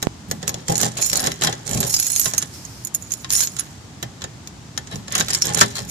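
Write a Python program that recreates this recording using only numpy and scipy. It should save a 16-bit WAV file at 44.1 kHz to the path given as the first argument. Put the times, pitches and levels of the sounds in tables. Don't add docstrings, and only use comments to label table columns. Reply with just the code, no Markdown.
import sys
import numpy as np
from scipy import signal
from scipy.fft import rfft, irfft, next_fast_len
from scipy.io import wavfile
from scipy.ndimage import uniform_filter1d

SR = 44100
rng = np.random.default_rng(int(sys.argv[2]) if len(sys.argv) > 2 else 0)


def digitize_waveform(pressure):
    field = np.atleast_2d(pressure).T
    bounded = np.clip(field, -1, 1)
    quanta = np.round(bounded * 32767).astype(np.int16)
    wavfile.write(sys.argv[1], SR, quanta)


N = 260234

# (frequency [Hz], density [dB per Hz])
AIR_COLOUR = [(30, -47), (60, -5), (120, 0), (300, -10.5), (520, -21), (800, -18), (1700, -25.5),
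              (2500, -27), (4000, -26), (7200, -25.5), (8800, -34.5), (14000, -46.5)]
# (time [s], metal level [dB], lock housing level [dB], door panel level [dB])
KNOCK_EVENTS = [(0.0262, -20.5, -24.5, -24.5), (0.312, -19.5, -28, -23.5), (0.4282, -31.5, -32, -28.5),
                (0.4778, -16.5, -34, -26.5), (0.4921, -21, -32.5, -32), (0.542, -26, -34, -29),
                (0.6963, -26.5, -40, -22), (0.768, -24, -50, -38), (0.779, -16, -48, -30),
                (0.8028, -20.5, -53, -41), (0.8136, -15.5, -49, -26), (0.831, -17.5, -21.5, -20),
                (1.1301, -15.5, -40, -33.5), (1.1561, -17.5, -35, -27), (1.27, -16.5, -25, -24.5),
                (1.317, -25.5, -29.5, -53), (1.4202, -21, -19, -23), (1.4361, -15.5, -22.5, -29),
                (1.447, -17, -25, -28), (1.4715, -25, -19, -24.5), (1.5263, -26, -28, -28),
                (1.8289, -24, -24, -23.5), (2.257, -17, -21, -24), (2.336, -20.5, -29.5, -30),
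                (2.4247, -21, -30, -37), (3.2449, -32.5, -28.5, -42), (3.3038, -17.5, -43, -54),
                (3.405, -15, -33, -55), (3.5658, -29, -36, -50), (4.027, -27, -26, -26.5),
                (4.2189, -33, -31.5, -38), (4.24, -28.5, -28.5, -29), (4.473, -32, -49, -52),
                (4.7762, -21, -26, -32.5), (4.872, -37, -42, -43), (4.957, -31.5, -58, -32),
                (5.0806, -33, -33.5, -33.5), (5.1535, -19, -19.5, -29), (5.197, -23, -27, -22),
                (5.208, -20.5, -17, -53), (5.2835, -25, -26, -41), (5.454, -21.5, -46, -39),
                (5.4689, -21, -49, -36), (5.546, -14, -35, -25.5), (5.573, -23, -38, -31),
                (5.765, -35, -32, -41)]
# (start [s], length [s],
# chattering keys level [dB], grinding pins level [dB], rumbling door level [dB])
STROKE_MOVES = [(0.038, 0.01, -44, -51, -40), (0.413, 0.2, -51, -47, -40.5),
                (0.681, 0.043, -25, -33, -22.5), (0.796, 0.067, -23, -29.5, -26.5),
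                (0.973, 0.018, -27, -30.5, -29), (1.121, 0.14, -24.5, -33.5, -29.5),
                (1.235, 0.044, -41, -28, -27), (1.415, 0.076, -27.5, -29, -26),
                (1.665, 0.19, -26.5, -37.5, -29.5), (2.24, 0.2, -32.5, -41, -52),
                (3.301, 0.13, -33.5, -36.5, -57), (3.589, 0.0077, -28.5, -33.5, -45),
                (4.914, 0.014, -40.5, -33, -34), (5.114, 0.09, -28.5, -29.5, -36),
                (5.143, 0.065, -22, -30, -29.5), (5.296, 0.066, -22, -31, -36),
                (5.444, 0.069, -29.5, -29, -28), (5.563, 0.067, -20, -23.5, -25),
                (5.758, 0.033, -25.5, -32.5, -32)]
# (time [s], peak level [dB])
POP_EVENTS = [(0.0703, 3.5)]
# (time [s], level [dB])
BUMP_EVENTS = [(0.281, -25.5), (0.331, -26.5), (1.706, -19), (1.751, -14), (1.789, -33), (4.935, -23),
               (5.597, -47), (5.65, -29.5), (5.808, -27)]
# (time [s], level [dB])
CLUNK_EVENTS = [(.6975, -15.5), (.722, -27), (.86, -26), (1.487, -23.5)]
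# (time [s], level [dB], treble lift [dB], ping frequency [Hz])
CLINK_EVENTS = [(0.755, -17.5, 7, 7000), (1.0244, -16, -10, 6840), (1.061, -24.5, -4, 8100),
                (1.098, -17, 15, 7100), (1.1695, -16, 23, 7000), (1.204, -23, 34, 10400),
                (1.732, -21, 4, 6930), (1.8034, -16.5, 17, 12350), (1.9402, -11.5, 3, 5300),
                (1.9455, -17.5, 5, 6700), (1.965, -17.5, 3, 5000), (1.9987, -14, 14, 11190),
                (2.0251, -22, -23, 6660), (2.0667, -16.5, 17, 6770), (2.118, -18, 28, 9770),
                (2.1614, -14, 14, 6470), (2.1958, -12, 17, 11770), (2.214, -18.5, -9, 7500),
                (2.3797, -10.5, 16, 6440), (2.65, -30, 2, 6470), (2.849, -22, 25, 6840),
                (2.8707, -27, 16, 6940), (2.9474, -14, 24, 6740), (3.024, -31.5, 13, 6800),
                (3.1064, -32, -1, 6330), (3.119, -18, 10, 6540), (3.1282, -32, 4, 7300),
                (3.1372, -21.5, 8, 6970), (3.32, -33, 12, 7100), (3.334, -16, 0, 9550),
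                (3.3516, -16, -20, 9700), (3.472, -21.5, -29, 6950), (3.589, -26, 2, 6720),
                (3.5947, -17, 8, 9780), (5.3324, -18, 10, 5100), (5.3473, -14.5, 6, 5200),
                (5.4205, -11, 0, 5580)]
# (start [s], length [s], level [dB])
SHAKE_MOVES = [(1.015, 0.053, -19), (1.11, 0.15, -38), (1.868, 0.41, -22), (3.01, 0.21, -42.5),
               (3.315, 0.12, -18), (5.893, 0.016, -25.5)]
# (time [s], level [dB])
SWISH_LEVEL = [(2.438, -90), (2.54, -37.5), (2.62, -42.5), (2.85, -45)]
# (time [s], metal level [dB], bolt level [dB], lock housing level [dB], door panel level [dB])
BOLT_EVENTS = [(5.6104, -4.5, -6.5, -8.5, -14.5)]

# (frequency [Hz], level [dB], 60 dB decay time [s])
KEY_RESONANCES = [(4200, -6, 0.089), (5600, -2, 0.14), (5800, -23, 0.057), (6550, -1, 0.089),
                  (6920, 11, 0.081), (7540, -5, 0.018), (7860, -17, 0.2), (9130, -11.5, 0.059),
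                  (9810, -6, 0.052), (10900, -10.5, 0.095), (11960, -7.5, 0.071), (13030, -6, 0.041),
                  (13600, -12, .05)]
# (frequency [Hz], level [dB], 60 dB decay time [s])
HOUSING_MODES = [(1073, -0.5, 0.14), (1304, -25, .08), (1738, -1, 0.084), (1778, -2.5, 0.17),
                 (1970, -3, 0.13), (2320, -15, 0.066), (2910, -13, 0.089), (3140, 1.5, 0.084),
                 (3482, 8, 0.038), (3943, 12.5, 0.041)]
# (frequency [Hz], level [dB], 60 dB decay time [s])
PANEL_MODES = [(123, 3.5, 0.32), (164.5, 8.5, 0.2), (214, -2, 0.28), (256.5, -6.5, 0.35), (400, -7.5, 0.48),
               (482, -22, 0.057), (569.4, -7.5, 0.24), (680, -32, 0.033), (824, -2.5, 0.25)]
# (frequency [Hz], level [dB], 60 dB decay time [s])
CYLINDER_RESONANCES = [(424, -10, 0.093), (516, -4, 0.063), (640, -7, .05), (790, 0, 0.075)]
# (frequency [Hz], level [dB], 60 dB decay time [s])
BOLT_PLATE_MODES = [(597, -13, .14), (820, -21, .14), (958, -10, .1), (1184, 1, .085), (1345, 2, .075),
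                    (1518, -4, .09), (1735, -5, .08), (1810, -1, .08), (2056, -13, .1)]

# (frequency [Hz], density [dB per Hz])
TICK_COLOUR = [(900, -8), (2200, -3.5), (3600, -3.5), (4800, 2.5), (5800, 8.5), (7000, 8), (8300, -5),
               (10000, -10.5), (12500, -15.5), (15000, -21.5)]
# (frequency [Hz], density [dB per Hz])
HOUSING_COLOUR = [(350, -19.5), (600, -6), (950, -14), (1300, -1), (1780, 1.5), (2400, -8), (3300, -1.5),
                  (4200, -7.5), (5500, -4), (9000, -99)]
# (frequency [Hz], density [dB per Hz])
PANEL_COLOUR = [(30, -63), (70, -12), (110, 7), (160, -41), (280, -1), (500, 0), (750, -2), (1100, -11.5),
                (2500, -56)]
# (frequency [Hz], density [dB per Hz])
FRAME_COLOUR = [(25, -27), (65, -2), (125, 5), (190, 8), (290, -8), (900, -34)]
# (frequency [Hz], density [dB per Hz])
FRICTION_COLOUR = [(3500, -13), (5300, -1), (7000, -7), (14000, -15)]

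# (frequency [Hz], correlation [0 to 1])
STEREO_LIKENESS = [(150, 0.96), (400, 0.71), (1200, 0.13), (2500, 0.086), (7000, 0.057)]
# (frequency [Hz], level [dB])
DOOR_BALANCE = [(50, -13), (130, -0.5), (260, 0), (1200, 1.5), (2300, 1.5), (5000, 4), (8000, -17.5),
                (13000, -5.5)]
# (frequency [Hz], level [dB])
AIR_BALANCE = [(50, -4), (500, 2), (2000, 7.5), (7000, -3), (14000, -3)]

AIR_DB = -39
PORT_LAG_S = .0005
CUTOFF_HZ = 14800
HALL_T60_S = 0.78
RING_SIZE = 8820
AGE = np.arange(RING_SIZE) / SR
TIME = np.arange(N) / SR
LEFT_RIGHT = np.array([[1], [-1]])
LEAD_S = .011
SWELL_DB_PER_S, RELEASE_DB_PER_S = 1300, 498
SHAKE_SETTLE_DB, STROKE_SETTLE_DB, SETTLE_DB_PER_S = -17, -13.5, 73
USUAL_KNOCK_DB, KNOCK_BRIGHT_DB, BRIGHT_PER_DB = -26.5, 2.5, .5
KEY_PAN_DB = 5
CLINK_RING_DB, KNOCK_RING_DB = -4, -5


def from_db(db):
    return 10 ** (np.asarray(db) / 20)


def at_hz(points, hz):
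    at, values = np.transpose(points)
    return np.interp(np.log(np.maximum(hz, 1)), np.log(at), values)


def fade(t60):
    return from_db(-60 * AGE / max(t60, .001))


def unit_hit(x):
    return x / np.sqrt(np.sum(x ** 2) / (2 * .01 * SR))


def add(out, s, sound):
    i = int(np.clip(round(s * SR), 0, N - 1))
    out[:, i:i + sound.shape[1]] += sound[:, :N - i]


def treble(hz):
    return np.clip((hz - 7000) / 3000, 0, 1)


def noise(spectrum, size, balance=DOOR_BALANCE, bright_db=0):
    hz = np.arange(size // 2 + 1) * SR / size
    mid, side = rfft(rng.standard_normal((2, size)))
    alike = np.clip(at_hz(STEREO_LIKENESS, hz), 0, 1)
    pair = np.sqrt(1 + alike) * mid + np.sqrt(1 - alike) * side * LEFT_RIGHT
    colour_db = at_hz(spectrum, hz) + bright_db * treble(hz)
    colour_db = colour_db + LEFT_RIGHT * at_hz(balance, hz) / 2
    x = irfft(pair * from_db(colour_db), size)
    return x / x.std()


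def ring(modes, spread_db, detune, bright_db=0, sustain=1):
    out = np.zeros((2, RING_SIZE))
    for hz, db, t60 in modes:
        strength, pitch, phase, skew = rng.standard_normal(4)
        level_db = db + spread_db * strength + bright_db * treble(hz)
        gain = from_db(level_db + LEFT_RIGHT * at_hz(DOOR_BALANCE, hz) / 2)
        turn = np.pi * phase + LEFT_RIGHT * skew * (1 - at_hz(STEREO_LIKENESS, hz))
        wave = 2 * np.pi * hz * (1 + detune * pitch) * AGE
        out += gain * fade(t60 * sustain) * np.sin((wave + turn).astype(np.float32))
    return unit_hit(out)


def key_hit(bright_db, ring_db, sustain):
    envelope = fade(.008) + from_db(-7) * fade(.032) + from_db(-38) * fade(HALL_T60_S)
    tick = unit_hit(noise(TICK_COLOUR, RING_SIZE, bright_db=bright_db) * envelope)
    pair = [ring(KEY_RESONANCES, spread_db=7, detune=.016, bright_db=bright_db, sustain=sustain)
            for _ in range(2)]
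    keys = unit_hit(sum(pair))
    pan = from_db(KEY_PAN_DB * rng.standard_normal() * LEFT_RIGHT / 2)
    soft_start = 1 - fade(0.0025)
    return unit_hit(pan * (tick + from_db(ring_db) * keys) * soft_start)


def lock_hit():
    envelope = fade(.055) + from_db(-26) * fade(HALL_T60_S)
    clack = unit_hit(noise(HOUSING_COLOUR, RING_SIZE) * envelope)
    return unit_hit(clack + from_db(-2) * ring(HOUSING_MODES, spread_db=5, detune=.016))


def door_hit():
    thud = unit_hit(noise(PANEL_COLOUR, RING_SIZE) * fade(0.12))
    thud = thud + ring(PANEL_MODES, spread_db=3.5, detune=0.0057)
    return unit_hit(thud * (1 - fade(0.0064)))


def grazed(hit):
    out = np.zeros((2, RING_SIZE + round(LEAD_S * SR)))
    touch = round(rng.uniform(0, .6) * LEAD_S * SR)
    out[:, touch:touch + RING_SIZE] += from_db(rng.uniform(-28, -12)) * hit
    out[:, -RING_SIZE:] += hit
    return out


def rattle(hits, level_db, per_s, spread_db, run_s):
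    born = rng.random(N) < per_s / SR
    sizes, stray = rng.standard_normal(N), rng.random(N)
    dealt = (np.arange(N) / (run_s * SR) + stray).astype(int) % len(hits)
    clicks = born * from_db(spread_db * np.clip(sizes, -2, 2)) * rng.choice([-1, 1], N)
    power = np.maximum(uniform_filter1d(clicks ** 2, size=1500), 0) * .01 * SR
    clicks = clicks / np.sqrt(power + .05) * from_db(level_db)
    out = np.zeros((2, N))
    for i in np.flatnonzero(born):
        add(out, i / SR, clicks[i] * hits[dealt[i]])
    return out


def effort(moves, settle_db):
    t, power = np.arange(0, N, 32) / SR, 1e-12
    for s, length, db in moves:
        before, after = np.maximum(s - t, 0), np.maximum(t - s - length, 0)
        dying_db = np.maximum(-RELEASE_DB_PER_S * after, settle_db - SETTLE_DB_PER_S * after)
        power = power + from_db(db - SWELL_DB_PER_S * before + dying_db) ** 2
    return np.interp(TIME, t, 10 * np.log10(power))


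def air():
    return from_db(AIR_DB) * noise(AIR_COLOUR, next_fast_len(N), AIR_BALANCE)[:, :N]


def knocks():
    out = np.zeros((2, N))
    for s, metal_db, lock_db, door_db in KNOCK_EVENTS:
        bright_db = KNOCK_BRIGHT_DB + BRIGHT_PER_DB * (metal_db - USUAL_KNOCK_DB)
        metal = from_db(metal_db) * key_hit(bright_db, KNOCK_RING_DB, sustain=0.67)
        housing = from_db(lock_db) * lock_hit()
        panel = from_db(door_db) * door_hit()
        add(out, s - LEAD_S, grazed(metal + housing + panel))
    return out


def strokes():
    s, length, *levels = np.transpose(STROKE_MOVES)
    chatter_db, grind_db, rumble_db = [effort(zip(s, length, db), STROKE_SETTLE_DB) for db in levels]
    held = [key_hit(rng.normal(6, 2.2), ring_db=-11, sustain=0.86) for _ in range(16)]
    pins = [lock_hit() for _ in range(10)]
    panel = [door_hit() for _ in range(10)]
    chatter = rattle(held, chatter_db, per_s=320, spread_db=9, run_s=0.048)
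    grind = rattle(pins, grind_db, per_s=320, spread_db=3.5, run_s=.04)
    rumble = rattle(panel, rumble_db, per_s=130, spread_db=1, run_s=.08)
    return chatter + grind + rumble


def pop():
    out = np.zeros((2, N))
    high_pass = signal.butter(2, 90, "high", fs=SR, output="sos")
    pulse = signal.sosfilt(high_pass, fade(0.0036) - fade(0.00044))
    for s, db in POP_EVENTS:
        add(out, s, from_db(db) * pulse / pulse.max() * [[0], [1]])
    return out


def bumps():
    out = np.zeros((2, N))
    for s, db in BUMP_EVENTS:
        bump = noise(FRAME_COLOUR, RING_SIZE) * fade(0.31) * (1 - fade(0.026))
        add(out, s, from_db(db) * unit_hit(bump))
    return out


def clunks():
    out = np.zeros((2, N))
    for s, db in CLUNK_EVENTS:
        clunk = ring(CYLINDER_RESONANCES, spread_db=1.5, detune=.008) * (1 - fade(.005))
        add(out, s, from_db(db) * clunk)
    return out


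def clinks():
    out = np.zeros((2, N))
    for s, metal_db, bright_db, ping_hz in CLINK_EVENTS:
        close_pair = [(ping_hz, 0, .045), (ping_hz * 1.025, -5, .045)]
        ping = ring(close_pair, spread_db=1, detune=.002) * (1 - fade(0.0013))
        hit = unit_hit(key_hit(bright_db, CLINK_RING_DB, sustain=0.65) + ping)
        add(out, s - LEAD_S, from_db(metal_db) * grazed(hit))
    return out


def shakes():
    loose = [key_hit(rng.normal(8.5, 4), ring_db=2, sustain=.8) for _ in range(40)]
    level_db = effort(SHAKE_MOVES, SHAKE_SETTLE_DB)
    return rattle(loose, level_db, per_s=700, spread_db=3.5, run_s=.018)


def swish():
    level_db = np.interp(TIME, *np.transpose(SWISH_LEVEL), left=-np.inf, right=-np.inf)
    return from_db(level_db) * noise(FRICTION_COLOUR, next_fast_len(N), AIR_BALANCE)[:, :N]


def bolt():
    out = np.zeros((2, N))
    for s, metal_db, bolt_db, lock_db, door_db in BOLT_EVENTS:
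        crash = noise(TICK_COLOUR, RING_SIZE, bright_db=1) * fade(0.037) * (1 - fade(0.0026))
        clack = noise(HOUSING_COLOUR, RING_SIZE) * fade(0.095)
        plate = ring(BOLT_PLATE_MODES, spread_db=1, detune=.002) * (1 - fade(.015))
        metal = from_db(metal_db) * unit_hit(crash) + from_db(bolt_db) * unit_hit(plate)
        wood_and_lock = from_db(lock_db) * unit_hit(clack) + from_db(door_db) * door_hit()
        add(out, s, metal + wood_and_lock)
    return out


def scene():
    left, right = knocks() + strokes() + bumps() + clunks() + clinks() + shakes() + bolt()
    left = np.interp(np.arange(N) - round(PORT_LAG_S * SR), np.arange(N), left)
    return np.array([left, right]) + air() + pop() + swish()


def record(dry):
    rounded = dry / (1 + dry ** 4) ** .25
    low_pass = signal.ellip(10, .3, 70, CUTOFF_HZ, fs=SR, output="sos")
    return signal.sosfilt(low_pass, rounded)


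dry = scene()
out = record(dry)
digitize_waveform(out)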